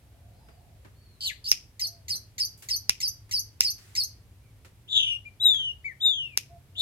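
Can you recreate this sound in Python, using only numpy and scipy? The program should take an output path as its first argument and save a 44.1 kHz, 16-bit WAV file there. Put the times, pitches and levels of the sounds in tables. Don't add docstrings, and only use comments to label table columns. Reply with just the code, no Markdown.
import sys
import numpy as np
from scipy import signal
from scipy.fft import rfft, irfft, next_fast_len
from scipy.io import wavfile
from scipy.ndimage import uniform_filter1d

SR = 44100
rng = np.random.default_rng(int(sys.argv[2]) if len(sys.argv) > 2 else 0)


def generate_wav(sig):
    pcm = np.round(np.clip(np.atleast_2d(sig).T, -1, 1) * 32767).astype(np.int16)
    wavfile.write(sys.argv[1], SR, pcm)


N = 300321
BAND_EDGE_HZ = 16300


def amp(db):
    return 10 ** (np.asarray(db) / 20)


def unit_rms(x):
    return x / np.sqrt(np.mean(x ** 2) + 1e-20)


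def lookup(points, hz):
    f, value = np.transpose(points)
    return np.interp(np.log(np.abs(hz) + 1), np.log(f + 1), value)


def ramp(t, span):
    return np.clip(t / span, 0, 1)


def step(t, width):
    return .5 + .5 * np.tanh(.5 * t / width)


def envelope_db(t, attack_s, fade_db_per_s, release_s, power=1):
    gate = ramp(t, attack_s) ** power * ramp(t[-1] - t, release_s)
    return 20 * np.log10(gate + .02) - fade_db_per_s * np.maximum(t - attack_s, 0)


def add(mix, start_s, sound):
    part = mix[..., max(round(start_s * SR), 0):][..., :sound.shape[-1]]
    part += sound[..., :part.shape[-1]]


def wander(size, hz):
    f = np.fft.rfftfreq(size, 1 / SR)
    return unit_rms(irfft(rfft(rng.standard_normal(size)) / (1 + (f / hz) ** 4), size))


def lowpass(x, hz):
    f = np.fft.fftfreq(len(x), 1 / SR)
    return np.fft.ifft(np.fft.fft(x) / (1 + (f / hz) ** 6))


def coloured(x, points, db_per_octave=0):
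    f = np.fft.rfftfreq(len(x), 1 / SR)
    gain = unit_rms(amp(lookup(points, f) + db_per_octave * np.log2(f + 100)))
    return irfft(rfft(x) * gain, len(x))


# frequency in Hz, relative density in dB.
AIR_SPECTRUM = [(25, -15), (45, -5), (65, 0.5), (110, 0), (160, -13), (260, -19), (600, -25.5), (1200, -31),
                (2200, -30.5), (4700, -35), (6500, -37), (12500, -35.5), (16000, -43.5)]
# frequency in Hz, left-right correlation before the cap.
AIR_CORRELATION = [(60, 1), (180, 1), (550, 0.76), (1650, 0.096), (15000, 0)]


def air():
    f = np.fft.rfftfreq(N, 1 / SR)
    left, independent = rfft(rng.standard_normal((2, N)))
    correlation = np.clip(lookup(AIR_CORRELATION, f), -.93, .93)
    right = correlation * left + np.sqrt(1 - correlation ** 2) * independent
    steady = unit_rms(irfft(np.array([left, right]) * amp(lookup(AIR_SPECTRUM, f)), N))
    rumble = irfft(rfft(steady) / (1 + (f / 200) ** 2), N)
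    gusts = amp(1.2 * wander(N, 4)) - 1
    return amp(-54.5) * (steady + gusts * rumble)


def far_engine(first_hz=104.6, revved_hz=134, rev_at_s=5.45, nearest_at_s=4.03, pass_s=1.16):
    t = np.arange(N) / SR
    hz = first_hz + (revved_hz - first_hz) * step(t - rev_at_s, .05)
    hz *= 1 + .0131 * wander(N, 16)
    hum = np.sqrt(2) * np.sin(2 * np.pi * np.cumsum(hz) / SR)
    distance = np.hypot(1, (t - nearest_at_s) / pass_s)
    return hum * amp(-57 + 2 * wander(N, 10)) / distance


# start and length in seconds, first and last pitch in Hz before the arch, level in dB,
# waver as a share of pitch.
FAR_CALLS = [(0.009, 0.92, 720.3, 631, -63.5, 0.15), (0.33, 0.3, 5180, 4450, -73, 0.022),
             (0.32, .13, 4230, 4020, -75, .01), (0.947, 0.25, 4580, 4110, -65, 0.017),
             (1.801, 0.26, 690, 655, -65.5, 0.0087), (4.415, 0.098, 2420, 2200, -68, 0.017),
             (6.493, 0.085, 681, 688, -53, 0.013), (6.767, 0.064, 635, 713, -58.5, .01)]


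def far_birds():
    out = np.zeros(N)
    for start_s, length_s, first_hz, last_hz, db, waver in FAR_CALLS:
        progress = np.linspace(0, 1, int(length_s * SR))
        arch = np.sin(np.pi * progress)
        hz = first_hz + (last_hz - first_hz) * progress
        hz *= 1 + .0594 * (arch - .7) + waver * wander(len(hz), 58)
        add(out, start_s, amp(db) * np.sqrt(2 * abs(arch)) * np.sin(2 * np.pi * np.cumsum(hz) / SR))
    return out


# start in seconds, level in dB, decay in seconds, tilt in dB per octave.
KNOCKS = [(0.486, -53, 0.026, 1), (0.848, -49.5, 0.028, 1), (2.148, -52, 0.043, -2),
          (2.575, -54, 0.086, 14.5), (2.623, -44.5, 0.032, 8), (3.293, -53.5, 0.018, 5),
          (3.781, -57.5, 0.54, 6.5), (4.648, -50, 0.026, 4), (5.541, -44.5, 0.019, 5.5),
          (5.59, -55, 0.048, 5)]
# frequency in Hz, relative level in dB.
KNOCK_SPECTRUM = [(100, 17), (400, 14.5), (900, 6.5), (1900, 5.5), (3500, -5.5), (8000, -13),
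                  (12000, -20.5), (16000, -29)]


def knocks():
    out = np.zeros((2, N))
    t = np.arange(SR // 4) / SR
    for start_s, db, decay_s, tilt in KNOCKS:
        for channel in out:
            noise = coloured(rng.standard_normal(len(t)), KNOCK_SPECTRUM, tilt)
            add(channel, start_s, amp(db) * noise * np.exp(-t / decay_s))
    return out


# frequency in Hz, gain of the open beak on overtones in dB.
BEAK_RESPONSE = [(4000, -7), (6000, 3.5), (7500, 5.5), (9000, -3), (10200, -18.5), (11400, 20.5),
                 (12200, 3.5), (13500, -2), (16000, -20.5)]
# frequency in Hz, relative level in dB.
BREATH_SPECTRUM = [(1500, -42), (3000, 13.5), (7500, 6.5), (10000, -4), (12300, 6.5), (14500, -11.5),
                   (16000, -30)]


def syrinx(gesture, harmonics, flutter_hz, swing, jitter, shimmer, throat_hz, hiss_db):
    hz, level_db, rough = gesture
    size = len(hz)
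    hz = uniform_filter1d(hz, size=260, mode="nearest") * (1 + .009 * wander(size, 90))
    flutter = np.sin(2 * np.pi * np.cumsum(flutter_hz * (1 + .15 * wander(size, 90))) / SR)
    phase = 2 * np.pi * np.cumsum(hz) / SR
    wobble = 2 * np.pi * np.cumsum(hz * rough * (swing * flutter + jitter * wander(size, 900))) / SR
    strength = np.exp(shimmer * rough * (flutter + wander(size, 750)) - (shimmer * rough) ** 2)
    brightness_db = .078 * (level_db - max(level_db.max(), -20)) + .5
    wave = 0
    for k, db in harmonics:
        sidebands = lowpass(strength * np.exp(1j * k * wobble), throat_hz * np.sqrt(k))
        gain = amp(db + (k > 1) * (lookup(BEAK_RESPONSE, k * hz) + brightness_db)) * (k * hz < SR / 2)
        wave = wave + gain * sidebands * np.exp(1j * k * phase)
    hiss = amp(hiss_db) * coloured(rng.standard_normal(size), BREATH_SPECTRUM)
    return amp(level_db) * (wave / np.std(wave.real) + hiss) * signal.windows.tukey(size, .03)


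def couple(high, low):
    power = uniform_filter1d(abs(high) ** 2 + abs(low) ** 2, size=200)
    sum_tones = high * low / np.sqrt(abs(power) + 1e-10)
    return (high + low + amp(-7.5) * sum_tones).real


def slur_gesture(length_s, first_hz, last_hz, turn_s, width_s, peak_s, db, rough):
    swell_db, fade_db_per_s = 11, 328
    t = np.arange(0, length_s, 1 / SR)
    hz = first_hz + (last_hz - first_hz) * step(t - turn_s, width_s)
    swell = ramp(t, peak_s)
    level_db = db + swell_db * (swell - 1) - fade_db_per_s * np.maximum(t - peak_s, 0)
    level_db += envelope_db(t, attack_s=.0015, fade_db_per_s=0, release_s=.021)
    return hz, level_db, rough * (1 - .84 * swell ** 2)


# start and length in seconds, first and last pitch in Hz, turn time, turn width and
# peak time in seconds within the note, level in dB, roughness 0-1.
SLURS = [(1.206, 0.098, 4550, 3140, .07, 0.0079, 0.063, -28.5, 0.9),
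         (1.441, 0.11, 4465, 6320, .044, 0.0075, 0.04, -29.5, 0.71)]
# harmonic number, level before the beak in dB.
SLUR_HARMONICS = [(1, 1), (2, -13.5), (3, -19)]


def slurs(lag_s=.024):
    high, low = np.zeros((2, N), complex)
    for start_s, *shape in SLURS:
        add(high, start_s, syrinx(slur_gesture(*shape), SLUR_HARMONICS, flutter_hz=115,
                                  swing=.085, jitter=.05, shimmer=.4, throat_hz=900, hiss_db=-14))
    start_s, length_s, _, _, turn_s = SLURS[0][:5]
    under = slur_gesture(length_s + lag_s, first_hz=3120, last_hz=1583, turn_s=turn_s + lag_s,
                         width_s=.007, peak_s=turn_s + lag_s, db=-36.5, rough=.4)
    add(low, start_s, syrinx(under, SLUR_HARMONICS, flutter_hz=123.8,
                             swing=.047, jitter=.078, shimmer=.3, throat_hz=599.03, hiss_db=-27))
    return couple(high, low)


# time in seconds, level in dB, tilt in dB per octave, ring boost in dB.
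SNAPS = [(1.516, 18.5, 0.5, 8.5), (2.895, 13, -0.5, 3), (3.6075, 15.5, 1, 5), (6.3749, 8.5, 1.5, -1)]
# frequency in Hz, relative level in dB.
SNAP_SPECTRUM = [(100, -14), (300, -17.5), (900, -15.5), (1700, -10.5), (2500, -6.5), (3500, -12),
                 (4500, -7), (5200, 3.5), (6300, -1.5), (7300, -12), (12000, -13.5), (16000, -22)]


def snaps(sweep_s=.0012, ring_hz=5400):
    out = np.zeros(N)
    f = np.fft.rfftfreq(1024, 1 / SR)
    sweep_phase = 2 * np.pi * np.cumsum(sweep_s * (.5 - f / BAND_EDGE_HZ)) * f[1]
    ring = np.exp(-((f - ring_hz) / 900) ** 2)
    for time_s, db, tilt, ring_db in SNAPS:
        colour = unit_rms(amp(lookup(SNAP_SPECTRUM, f) + tilt * np.log2(f + 100) + ring_db * ring))
        crack = np.fft.fftshift(irfft(colour * np.exp(-1j * sweep_phase)))
        add(out, time_s - len(crack) / 2 / SR, amp(db) * crack)
    return out


def rasp_gesture(length_s=.083, first_hz=2444, drop_hz_per_s=76000, break_s=.0115, broken_hz=2730):
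    t = np.arange(0, length_s, 1 / SR)
    broken = step(t - break_s, .0013)
    clean = 1 - broken
    hz = (first_hz - drop_hz_per_s * t) * clean + broken_hz * broken
    level_db = envelope_db(t, attack_s=.0023, fade_db_per_s=800.5, release_s=.0037) - 10 * clean
    return hz, level_db, .2 * clean + 1.06 * broken


def scoop_gesture(slide_s, dip_hz, accent_db, top_hz=5500, flick_hz=6140):
    flick_s, hold_s, release_s, clear_s = .019, .0054, .0037, .007
    t = np.arange(0, slide_s + flick_s + hold_s + release_s, 1 / SR)
    slide = ramp(t, slide_s)
    flick = np.sin(np.pi / 2 * ramp(t - slide_s, flick_s)) ** 2
    hz = top_hz + (dip_hz - top_hz) * (slide + .28 * slide * (1 - slide)) + (flick_hz - dip_hz) * flick
    level_db = envelope_db(t, attack_s=.012, fade_db_per_s=192, release_s=release_s)
    level_db += (accent_db + 6.5) * flick
    return hz, level_db, .13 + .6 * np.exp(-t / clear_s) + .15 * np.sin(np.pi * flick)


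# start and scoop delay in seconds, level in dB, slide in seconds, dip pitch in Hz,
# flick accent in dB.
CHIPS = [(1.794, .015, -25, 0.049, 4210, -8.5), (2.081, .016, -26, 0.047, 4050, -6.5),
         (2.38, 0.016, -22.5, 0.043, 4470, -9), (2.686, 0.015, -23, 0.048, 4337, -5),
         (3.002, 0.022, -23, 0.043, 4530, -4.5), (3.31, .02, -22.5, .050, 4390, -4),
         (3.621, 0.02, -22, 0.05, 4330, -5.5), (3.951, 0.019, -21.5, 0.054, 4224, -6)]
# harmonic number, level before the beak in dB.
RASP_HARMONICS = [(1, 0.5), (2, 12), (3, 5), (4, -2), (5, -12.5), (6, -3)]
SCOOP_HARMONICS = [(1, 0), (2, -11.5), (3, -19.5)]


def chips():
    high, low = np.zeros((2, N), complex)
    for start_s, delay_s, db, *shape in CHIPS:
        scoop = syrinx(scoop_gesture(*shape), SCOOP_HARMONICS, flutter_hz=199.6,
                       swing=.021, jitter=.079, shimmer=.24, throat_hz=833, hiss_db=-32.5)
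        rasp = syrinx(rasp_gesture(), RASP_HARMONICS, flutter_hz=170,
                      swing=.12, jitter=.08, shimmer=.45, throat_hz=600, hiss_db=-11)
        add(low, start_s, amp(db) * rasp)
        add(high, start_s + delay_s, amp(db) * scoop)
    return couple(high, low)


def falling_gesture(length_s, attack_s, top_hz, last_hz, bow, db, fade_db_per_s, late_push_db, rough,
                    attack_power, hoarsening=0):
    t = np.arange(0, length_s, 1 / SR)
    progress = t / length_s
    fall = progress + bow * progress * (1 - progress)
    spring = 1 - .27 * np.exp(-t / (.22 * attack_s))
    hz = (top_hz + (last_hz - top_hz) * fall) * spring
    level_db = db + envelope_db(t, attack_s, fade_db_per_s, .11 * length_s, attack_power)
    level_db += 2.5 * np.exp(-((t - attack_s) / .0135) ** 2)
    level_db += late_push_db * np.exp(-((t - .85 * length_s) / .028) ** 2)
    hoarse = 1 - hoarsening * .81 * (1 - ramp(t - attack_s, attack_s))
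    patches = np.exp(hoarsening * .38 * wander(len(t), 44.3))
    return hz, level_db, rough * hoarse * patches * (1 - .8 * progress ** 2)


# start, length and attack in seconds, top and last pitch in Hz, bow of the fall,
# level in dB, fade in dB per second, late push in dB, roughness 0-1.
BUZZES = [(4.875, .305, 0.091, 3970, 2837, 0.98, -21.5, 62.3, 0.89, 1),
          (6.752, .12, 0.083, 3900, 3526, 0, -19.5, 65, 0, 0.97)]
# harmonic number, level before the beak in dB.
BUZZ_HARMONICS = [(1, 7.5), (2, -18), (3, -19.5), (4, -46)]


def buzzes():
    out = np.zeros(N)
    for start_s, *shape in BUZZES:
        note = syrinx(falling_gesture(*shape, attack_power=1.8), BUZZ_HARMONICS, flutter_hz=372,
                      swing=.045, jitter=.058, shimmer=.45, throat_hz=580, hiss_db=-36)
        add(out, start_s, note.real)
    return out


# start, length and attack in seconds, top and last pitch in Hz, bow of the fall,
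# level in dB, fade in dB per second, late push in dB, roughness 0-1.
WHISTLES = [(5.249, 0.043, .013, 2500, 2324, 0.54, -45.5, 194, -1, 0.03053),
            (5.396, 0.35, 0.062, 4252, 2864, 0.8, -18, 82.6, 4.5, 0.047),
            (5.84, .088, .017, 2346, 1728, -0.8, -36, 106, -2.5, .08),
            (5.999, .368, .064, 4033, 2242, -0.02, -22, 82.3, -11, 0.14)]
# harmonic number, level before the beak in dB.
WHISTLE_HARMONICS = [(1, 6), (2, -23), (3, -28)]


def whistles():
    out = np.zeros(N)
    for start_s, *shape in WHISTLES:
        note = syrinx(falling_gesture(*shape, attack_power=1.15, hoarsening=1), WHISTLE_HARMONICS,
                      flutter_hz=330, swing=.08, jitter=.11, shimmer=.65, throat_hz=380, hiss_db=-56)
        add(out, start_s, note.real)
    return out


# left and right delay in seconds, gain.
CAGE_ECHOES = [(.0008, .0005, 0.031), (.0017, 0.001505, -0.3), (.0046, 0.0026, 0.094),
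               (.0068, 0.014, 0.032), (0.0091, .0094, -.11), (0.0124, .0141, -0.063)]


def cage(x):
    out = np.zeros((2, N))
    for left_s, right_s, gain in CAGE_ECHOES:
        add(out[0], left_s, gain * x)
        add(out[1], right_s, gain * x)
    return out


# frequency in Hz, time to fall 60 dB in seconds.
YARD_T60 = [(200, 0.3), (1000, 0.25), (2500, 0.28), (5000, 0.3), (9000, 0.26), (15000, 0.21)]


def yard(x):
    taps = rng.standard_normal((2, SR // 2)) * (rng.random((2, SR // 2)) < .12)
    hz, t, spectra = signal.stft(taps, SR, nperseg=256)
    fade = amp(-60 * t / lookup(YARD_T60, hz)[:, None])
    near_walls = 1 + 3 * np.exp(-t / .015)
    tail = signal.istft(spectra * fade * near_walls * (t > .004), SR, nperseg=256)[1]
    tail /= np.linalg.norm(tail, axis=1, keepdims=True)
    return signal.fftconvolve(x[None], tail, axes=1)[:, :N]


# frequency in Hz, left minus right level in dB.
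PORT_BALANCE = [(500, 5.5), (2100, 9), (2900, 4.5), (3700, 6), (4400, 0), (7500, -0.5), (9500, -3),
                (13000, 4), (16000, -1)]
# frequency in Hz, left lag in radians.
PORT_LAG = [(200, 0.41), (2000, 1.3), (3100, 2.77), (3900, 5.31), (5000, 8.39), (7200, 11.68),
            (8500, 15.86), (16000, 29.43)]


def mic_ports(x, direct):
    size = next_fast_len(N + SR)
    f = np.fft.rfftfreq(size, 1 / SR)
    shade = amp(lookup(PORT_BALANCE, f) / 2)
    lag_rad = lookup(PORT_LAG, f) if direct else 0
    response = np.array([shade * np.exp(-1j * lag_rad), 1 / shade])
    return irfft(rfft(x, size) * response, size)[:, :N]


# frequency in Hz, relative gain in dB.
SNAP_SPILL = [(300, -7.5), (1500, -9.5), (2600, 8.5), (5500, -4), (8000, -1), (12000, 2), (16000, -5.5)]


def scene():
    sideways = chips() + slurs()
    frontal = buzzes() + whistles()
    bird = sideways + frontal
    cracks, far = snaps(), far_birds()
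    spill = coloured(cracks, SNAP_SPILL)
    reflected = cage(bird + amp(-2) * spill)
    reflected += yard(amp(-5.5) * sideways + amp(-8) * frontal + amp(-16) * spill)
    near = mic_ports(bird + cracks, direct=True) + mic_ports(reflected, direct=False)
    return near + .5 * far + .61 * yard(far) + knocks() + air() + far_engine()


def record(dry, low_cut_hz=36, ceiling=.85):
    thinned = signal.sosfilt(signal.butter(4, low_cut_hz, "high", fs=SR, output="sos"), dry)
    rounded = ceiling * np.tanh(thinned / ceiling)
    band_limit = signal.firwin(511, BAND_EDGE_HZ, window=("kaiser", 9), fs=SR)
    return signal.oaconvolve(rounded, band_limit[None], "same")


dry = scene()
out = record(dry)
generate_wav(out)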